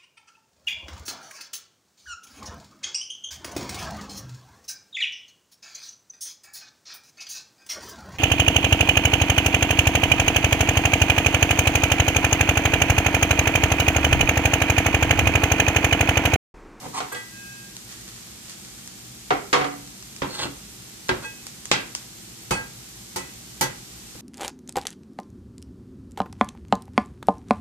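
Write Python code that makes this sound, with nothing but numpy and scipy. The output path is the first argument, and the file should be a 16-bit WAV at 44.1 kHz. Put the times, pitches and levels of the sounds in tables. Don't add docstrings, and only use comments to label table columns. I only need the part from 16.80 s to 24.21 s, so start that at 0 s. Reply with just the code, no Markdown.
import sys
import numpy as np
from scipy import signal
from scipy.fft import rfft, irfft
from scipy.io import wavfile
from scipy.ndimage import uniform_filter1d

SR = 44100
rng = np.random.default_rng(int(sys.argv[2]) if len(sys.argv) > 2 else 0)


def wrap_up_sound(samples):
    columns = np.atleast_2d(samples).T
    tamed = np.clip(columns, -1, 1)
    steps = np.round(tamed * 32767).astype(np.int16)
    wavfile.write(sys.argv[1], SR, steps)


N = 326781
TIME = np.arange(N) / SR
RING_TIME = TIME[:SR]

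# (frequency [Hz], t60 [s])
KITCHEN_DECAY = [(100, 0.6), (300, 0.49), (1000, 0.38), (2500, 0.39), (5000, 0.24), (9000, 0.22),
                 (15000, 0.013)]
# (frequency [Hz], gain [dB])
RIGHT_EXCESS = [(120, -1), (250, -0.5), (550, 4), (1300, 1.5), (4000, 1), (9000, 0.5)]
# (frequency [Hz], level [dB])
HUM_TONES = [(119.5, -60.5), (235, -61), (779, -70)]
# (frequency [Hz], gain [dB])
SIZZLE_WASH = [(3500, 10.5), (7500, 10), (12000, 1)]
# (frequency [Hz], gain [dB])
HUM_COLOUR = [(25, -26), (54, 6.5), (91, -7), (107, 3), (135, 7), (147, -13), (161, 1), (184, 4.5),
              (240, -0.5), (260, -9), (317, 0.5), (512, -14.5), (1320, -102)]
SIZZLE_COLOUR = [(200, -11), (600, -5.5), (1200, -6.5), (2500, -4), (4500, -1.3), (7200, .5), (9200, 0),
                 (10500, -3.5), (12300, 1), (13600, -1.5), (14400, -6), (15300, -24)]
POP_COLOUR = [(200, -28), (1200, -6), (3000, -5), (7000, 4), (15000, -24.5)]
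SHOVE_COLOUR = [(300, -4), (1400, 6.5), (3000, 6), (7000, 12), (14000, -11)]
WIPE_COLOUR = [(150, -3), (500, 0.5), (900, 9.5), (1400, -3), (2000, 0), (8500, -7), (14000, -48)]
SCRAPE_COLOUR = [(60, -5), (250, -5.5), (1200, 2), (2300, -4), (3400, -2), (4300, 4.5), (5500, -4),
                 (8700, -1), (14000, -58)]
KNOCK_COLOUR = [(35, -5), (130, -14), (330, 0.5), (1200, 0.5), (2100, -3), (3600, -12.5), (6500, -21),
                (13000, -46.5)]
TAP_COLOUR = [(35, 0.5), (130, 3), (330, -2.5), (1200, 0.5), (2300, -4.5), (3600, -5.5), (6500, -2),
              (13000, -13)]
CHOP_COLOUR = [(35, 7), (130, 1.5), (330, 2.5), (1200, -1.5), (2100, -6), (3600, -11), (6200, -21.5),
               (9000, -35), (13000, -62)]
# (frequency [Hz], relative level [dB])
BOWL_MODES = [(140, -1.5), (285, 6), (412, -0.5), (490, 6), (741, 9.5), (785, 3), (960, 7), (1092, 4),
              (1182, 2), (1285, 1), (1378, -2.5), (1545, -6), (2000, 5), (2200, -9.5), (3135, -3)]
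PLATE_MODES = [(137, 4), (190, -3), (283, 0.5), (366, 9.5), (497, 6), (546, 6.5), (834, 11.5), (1034, 5),
               (1310, 8), (1421, 4.5)]
TIP_MODES = [(901, 9), (1915, 2.3), (2153, 2.5), (2279, 2), (2993, 7.4), (3881, 1), (4944, 2.5)]
EDGE_MODES = [(930, 10), (1130, -2), (1580, 10), (2010, 9), (2347, -1), (2702, 2), (3240, 6), (3773, -6),
              (4923, -1), (5299, -8)]
SWAY_MODES = [(485, -8), (875, 2.5)]
BLADE_OVERTONES = [(3342, 2), (4323, -3), (4618, 1), (5996, 1), (6982, 0), (7703, -2), (8155, 1), (8648, 2),
                   (9180, 0), (9450, 0), (10887, -3), (12483, -1), (12790, -2)]
BENDS_AND_TWIST_HZ = [1612, 1971, 2563]
# (lowest bend [dB], highest bend [dB])
SING_DB = [-39, -45.5]
# (time [s], relative level [dB])
POPS = [(0.9672, -20.5), (2.076, -24), (3.075, -29), (3.226, -28), (3.364, -23), (4.2855, -19),
        (4.668, -16.5), (4.8557, -17.5), (5.1509, -10)]
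# (start [s], fade time [s], level [dB])
SHOVES = [(1.078, 0.53, -40.5), (1.614, 0.39, -40)]
# (start [s], length [s], relative level [dB], hardness [dB/octave], first rasp [Hz], last rasp [Hz])
BOWL_WIPES = [(0, 0.069, -29.5, -1, 270, 241), (.128, 0.062, -20.5, 4, 1240, 910)]
PLATE_SCRAPES = [(3.48, 0.12, -33.5, -1.2, 4400, 4270), (3.527, .025, -30, 1.7, 3330, 3300),
                 (3.576, 0.062, -22, -2, 3500, 3020), (4.415, 0.027, -36.5, -0.51, 900, 1700)]
# (time [s], swell [s], t60 [s],
# bend and twist level [dB], favoured low mode [Hz], overtone level [dB], low favoured overtone [Hz], high
# favoured overtone [Hz])
BLADE_RINGS = [(0.318, 0.0079, 0.27, -39.5, 1600, -43, 7850, 12700),
               (0.347, 0.015, 0.47, -40.5, 1840, -49, 3338, 7840),
               (4.292, 0.0013, 0.092, -27.5, 1650, -39, 3338, 4270),
               (4.429, 0.016, 0.48, -46.5, 2563, -52.5, 3338, 5800),
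               (4.44, 0.011, 0.22, -38.5, 1690, -47.5, 4350, 8060),
               (4.913, 0.00044, 0.33, -32, 1470, -42.5, 6900, 7100),
               (5.711, 0.014, 0.31, -36.5, 2563, -41, 4618, 8750),
               (5.744, 0.03, 0.25, -28, 1560, -35.5, 4240, 8648),
               (6.36, 0.03, 0.39, -39.5, 2230, -47, 6940, 8200),
               (6.812, 0.016, 0.28, -32.5, 1790, -30.5, 5996, 12500)]
# (time [s], strength [dB], hardness [dB/octave], t60 at 1 kHz [s],
#           low favoured frequency [Hz], high favoured frequency [Hz])
BOWL_KNOCKS = [(.203, 8.3, 3, 0.2, 760, 1400), (.318, 1.7, -2, 0.19, 487, 1170),
               (.346, 1.7, 5, 0.19, 487, 1182), (2.5055, 22.7, -1, 0.17, 400, 730),
               (2.729, 23.3, 4, 0.23, 503, 1100), (2.757, 15, -1, 0.45, 285, 710),
               (2.812, 15.5, 0, 0.12, 490, 1010), (2.842, 9.2, 2.5, 0.25, 725, 1260)]
TIP_TAPS = [(5.708, 16.7, -1.6, 0.11, 846, 1300), (6.360, 7.2, 1, 0.16, 366, 920),
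            (6.810, 15.3, 0.69, 0.16, 880, 13100)]
CHOPS_AND_BUMP = [(3.4195, 14, 1.5, 0.14, 280, 1040), (3.654, 6.5, -1.5, 0.11, 280, 310),
                  (4.2915, 18, 2, 0.12, 370, 1710), (4.915, 19.5, 6.5, 0.082, 2500, 4700),
                  (7.352, -8.5, -6, 0.088, 137, 180)]

MIC_TRANSIT_S = 0.00097
GRIDDLE_LEAD_S, BOWL_LEAD_S = -.00009, -.00027


def amp(db):
    return 10 ** (np.asarray(db) / 20)


def unit(x):
    return x / np.sqrt(np.mean(x ** 2) + 1e-20)


def burst(x):
    return unit(x) / np.sqrt(x.shape[1])


def curve_at(points, hz):
    point_hz, value = np.transpose(points)
    return np.interp(np.log(hz + 1), np.log(point_hz + 1), value)


def add(mix, start_s, sound):
    part = mix[:, max(round(start_s * SR), 0):][:, :sound.shape[1]]
    part += sound[:, :part.shape[1]]


def colour(x, points, size=4096):
    log_gain = np.log(amp(curve_at(points, abs(np.fft.fftfreq(size, 1 / SR)))))
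    response = np.fft.ifft(np.exp(np.conj(signal.hilbert(log_gain)))).real
    return signal.fftconvolve(x, response[None, :size // 2], axes=1)[:, :x.shape[1]]


def decay(t60):
    return np.exp(-np.log(1000) * RING_TIME / np.maximum(t60, 1e-3))


def coherence(hz):
    return np.sinc(2 * hz * MIC_TRANSIT_S)


def diffuse(n):
    left, independent = rfft(rng.standard_normal((2, n)))
    shared = coherence(np.fft.rfftfreq(n, 1 / SR))
    right = shared * left + np.sqrt(1 - shared ** 2) * independent
    return irfft(np.array([left, right]), n)


def direct(x, lead_s):
    return np.array([np.pad(x, (max(round(delay * SR), 0), 0))[:len(x)] for delay in (-lead_s, lead_s)])


def kitchen_tail(build_s=0.00033):
    hz, t, bands = signal.stft(diffuse(SR), SR, nperseg=256)
    bands = bands * np.exp(-np.log(1000) * t / curve_at(KITCHEN_DECAY, hz)[:, None])
    tail = signal.istft(bands, SR, nperseg=256)[1][:, :SR]
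    return burst(tail * (1 - np.exp(-RING_TIME / build_s)))


def in_kitchen(x, room_db):
    reflections = signal.fftconvolve(x[None], kitchen_tail(), axes=1)[:, :len(x)]
    return direct(x, GRIDDLE_LEAD_S) + amp(room_db) * reflections


def crackle(per_s, spread_db):
    size = amp(spread_db * np.minimum(rng.exponential(1, N), 5)) * rng.choice([-1, 1], N)
    return unit(size * (rng.random(N) < per_s / SR))


def tilted(spectrum, hardness, hinge_hz=1080, bass_share=0.28):
    octaves = [np.log2(hz / hinge_hz) for hz, _ in spectrum]
    return [(hz, db + hardness * max(up, bass_share * up)) for (hz, db), up in zip(spectrum, octaves)]


def favoured(hz, spots_hz, octaves=0.23):
    return sum(np.exp(-(np.log2(hz / spot) / octaves) ** 2) for spot in spots_hz)


def through_body(x, modes, peak_db=5, spots_hz=(), spot_db=0):
    hz = np.fft.rfftfreq(4096, 1 / SR)[1:]
    peaks = np.max([np.exp(-((hz - f) / (24 + .022 * f)) ** 2) for f, _ in modes], axis=0)
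    power = amp(peak_db * peaks) ** 2
    db = 10 * np.log10(power / uniform_filter1d(power, size=96)) + spot_db * favoured(hz, spots_hz)
    return colour(x, np.column_stack([hz, db]))


def ring(modes, t60, spots_hz=(), favour_db=0, damping=0.4):
    out = np.zeros((2, SR))
    for hz, db in modes:
        apart = np.arccos(coherence(hz)) * rng.choice([-.5, .5])
        phase = np.array([[apart], [-apart]]) + rng.uniform(0, 2 * np.pi)
        envelope = amp(db + favour_db * favoured(hz, spots_hz)) * decay(t60 * (1000 / hz) ** damping)
        out += envelope * np.sin(2 * np.pi * hz * RING_TIME + phase)
    return out


def hum(rumble_db=-49, waver=0.441):
    out = amp(rumble_db) * unit(colour(diffuse(N), HUM_COLOUR, size=16384))
    knots = np.linspace(0, TIME[-1], num=40)
    for hz, db in HUM_TONES:
        drift = np.interp(TIME, knots, np.cumsum(rng.standard_normal(len(knots))))
        out += amp(db) * np.sqrt(2) * np.sin(2 * np.pi * hz * TIME + waver * np.pi * drift)
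    return out


def sizzle(level_db=-43.5):
    bubbles = direct(crackle(per_s=9000, spread_db=5.5), GRIDDLE_LEAD_S)
    wash = colour(diffuse(N), SIZZLE_WASH)
    return amp(level_db) * unit(colour(bubbles + wash, SIZZLE_COLOUR))


def pops(gain_db=15, room_db=-7, t60=.006):
    out = np.zeros((2, N))
    for start, db in POPS:
        snap = rng.standard_normal(SR) * decay(t60)
        snap[0] = 4
        pop = burst(direct(snap, GRIDDLE_LEAD_S)) + amp(room_db) * kitchen_tail()
        add(out, start, amp(db + gain_db) * pop)
    return colour(out, POP_COLOUR)


def shoves(attack_s=0.042, fade_db=-16):
    wet = unit(colour(in_kitchen(crackle(per_s=1500, spread_db=7.5), room_db=1), SHOVE_COLOUR))
    envelope = np.zeros(N)
    for start, fade_s, db in SHOVES:
        age = np.maximum(TIME - start, 0)
        envelope += np.minimum(age / attack_s, 1) * amp(db + fade_db * age / fade_s)
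    return wet * envelope


def rasp(slips, hz, width_hz):
    carrier = np.exp(2j * np.pi * np.cumsum(hz) / SR)
    pole = np.exp(-np.pi * width_hz / SR)
    return (carrier * signal.lfilter([1 - pole], [1, -pole], slips / carrier)).real


def strokes(rows, spectrum, modes, slips_per_s, press_db, release_t60, rasp_db, width_hz,
            body_db, room_db, grip_s=.015):
    out = np.zeros((2, N))
    for start, length, db, hardness, from_hz, to_hz in rows:
        travel = np.minimum(RING_TIME / length, 1)
        release_db = -60 * np.maximum(RING_TIME - length, 0) / release_t60
        pressure = np.minimum(RING_TIME / grip_s, 1) * amp(db - press_db * (1.5 - travel) + release_db)
        impulses = crackle(slips_per_s, spread_db=-1)[None, :SR]
        slips = through_body(colour(impulses, tilted(spectrum, hardness)), modes)[0]
        glide = rasp(slips, from_hz + (to_hz - from_hz) * travel, width_hz)
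        body = signal.fftconvolve(slips[None], ring(modes, t60=0.24), axes=1)[:, :SR]
        contact = in_kitchen(pressure * (unit(slips) + amp(rasp_db) * unit(glide)), room_db)
        add(out, start, (contact + amp(body_db) * pressure * unit(body)) / 2)
    return out


def lifted(x, swell_s, flutter_db=1.4, flutter_rad=.3):
    knots = np.linspace(0, 1, num=30)
    wander = [np.interp(RING_TIME, knots, row) for row in rng.standard_normal((4, len(knots)))]
    level, phase = np.reshape(wander, (2, 2, SR))
    analytic = signal.hilbert(x * (1 - np.exp(-(RING_TIME / swell_s) ** 2)))
    return (analytic * amp(flutter_db * level) * np.exp(1j * flutter_rad * phase)).real


def blade_rings():
    out = np.zeros((2, N))
    for start, swell_s, t60, bends_db, bend_hz, overtones_db, *spots_hz in BLADE_RINGS:
        bends = ring([(hz, bends_db) for hz in BENDS_AND_TWIST_HZ], t60, [bend_hz], favour_db=13, damping=0)
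        overtones = amp(overtones_db) * ring(BLADE_OVERTONES, t60, spots_hz, favour_db=11)
        sway = amp(bends_db) * ring(SWAY_MODES, t60=0.21)
        add(out, start, lifted(sway + bends + overtones, swell_s))
    return out


def blade_note(start_s=0.49, length_s=0.52, fade_s=0.23):
    out = np.zeros((2, N))
    note = ring(zip(BENDS_AND_TWIST_HZ[::2], SING_DB), t60=4.5, damping=0)
    fade = np.clip((length_s - RING_TIME) / fade_s, 0, 1)
    add(out, start_s, lifted(note, swell_s=0.065) * fade)
    return out


def impacts(rows, spectrum, modes, lead_s, modes_db, room_db, crack_db, crack_t60, clatter_share,
            rise_s, favour_db, spot_db, peak_db):
    out = np.zeros((2, N))
    for start, db, hardness, t60, *spots_hz in rows:
        crack = burst(direct(rng.standard_normal(SR) * decay(crack_t60), lead_s))
        clatter = burst(diffuse(SR) * decay(clatter_share * t60))
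        hit = burst(amp(crack_db) * crack + clatter + amp(room_db) * kitchen_tail())
        clank = through_body(colour(hit, tilted(spectrum, hardness)), modes, peak_db, spots_hz, spot_db)
        body = ring(modes, t60, spots_hz, favour_db) * (1 - np.exp(-RING_TIME / rise_s))
        add(out, start, amp(db) * (clank + amp(modes_db) * body))
    return out


def scene():
    chops = impacts(CHOPS_AND_BUMP, CHOP_COLOUR, PLATE_MODES + EDGE_MODES, GRIDDLE_LEAD_S,
                    modes_db=-49.5, room_db=1, crack_db=-1, crack_t60=0.021, clatter_share=0.44,
                    rise_s=0.022, favour_db=12.5, spot_db=2, peak_db=3.5)
    taps = impacts(TIP_TAPS, TAP_COLOUR, PLATE_MODES + TIP_MODES + BLADE_OVERTONES, GRIDDLE_LEAD_S,
                   modes_db=-49, room_db=-1, crack_db=-9, crack_t60=0.063, clatter_share=0.99,
                   rise_s=0.0071, favour_db=3.5, spot_db=3, peak_db=5)
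    knocks = impacts(BOWL_KNOCKS, KNOCK_COLOUR, BOWL_MODES, BOWL_LEAD_S,
                     modes_db=-53.5, room_db=-1, crack_db=1, crack_t60=0.091, clatter_share=1.4,
                     rise_s=0.0066, favour_db=8.5, spot_db=3.5, peak_db=3.5)
    wipes = strokes(BOWL_WIPES, WIPE_COLOUR, BOWL_MODES, slips_per_s=2400, press_db=11.5,
                    release_t60=0.03, rasp_db=3, width_hz=220, body_db=2, room_db=-3.5)
    scrape_modes = PLATE_MODES + EDGE_MODES[:6] + BLADE_OVERTONES[:2]
    scrapes = strokes(PLATE_SCRAPES, SCRAPE_COLOUR, scrape_modes, slips_per_s=1300, press_db=3.5,
                      release_t60=0.14, rasp_db=-5, width_hz=590, body_db=-1.5, room_db=-12)
    contacts = chops + taps + knocks + wipes + scrapes
    return contacts + blade_rings() + blade_note() + sizzle() + shoves() + pops() + hum()


def record(dry, low_cut_hz=37, high_cut_hz=15200):
    hz = np.fft.rfftfreq(N, 1 / SR)
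    side_db = curve_at(RIGHT_EXCESS, hz) / 2
    low_cut = hz ** 4 / (hz ** 4 + low_cut_hz ** 4)
    balanced = irfft(rfft(dry) * low_cut * amp([-side_db, side_db]), N)
    high_cut = signal.firwin(255, high_cut_hz, window=("kaiser", 9), fs=SR)
    return signal.oaconvolve(balanced, high_cut[None], "same")


dry = scene()
out = record(dry)
wrap_up_sound(out)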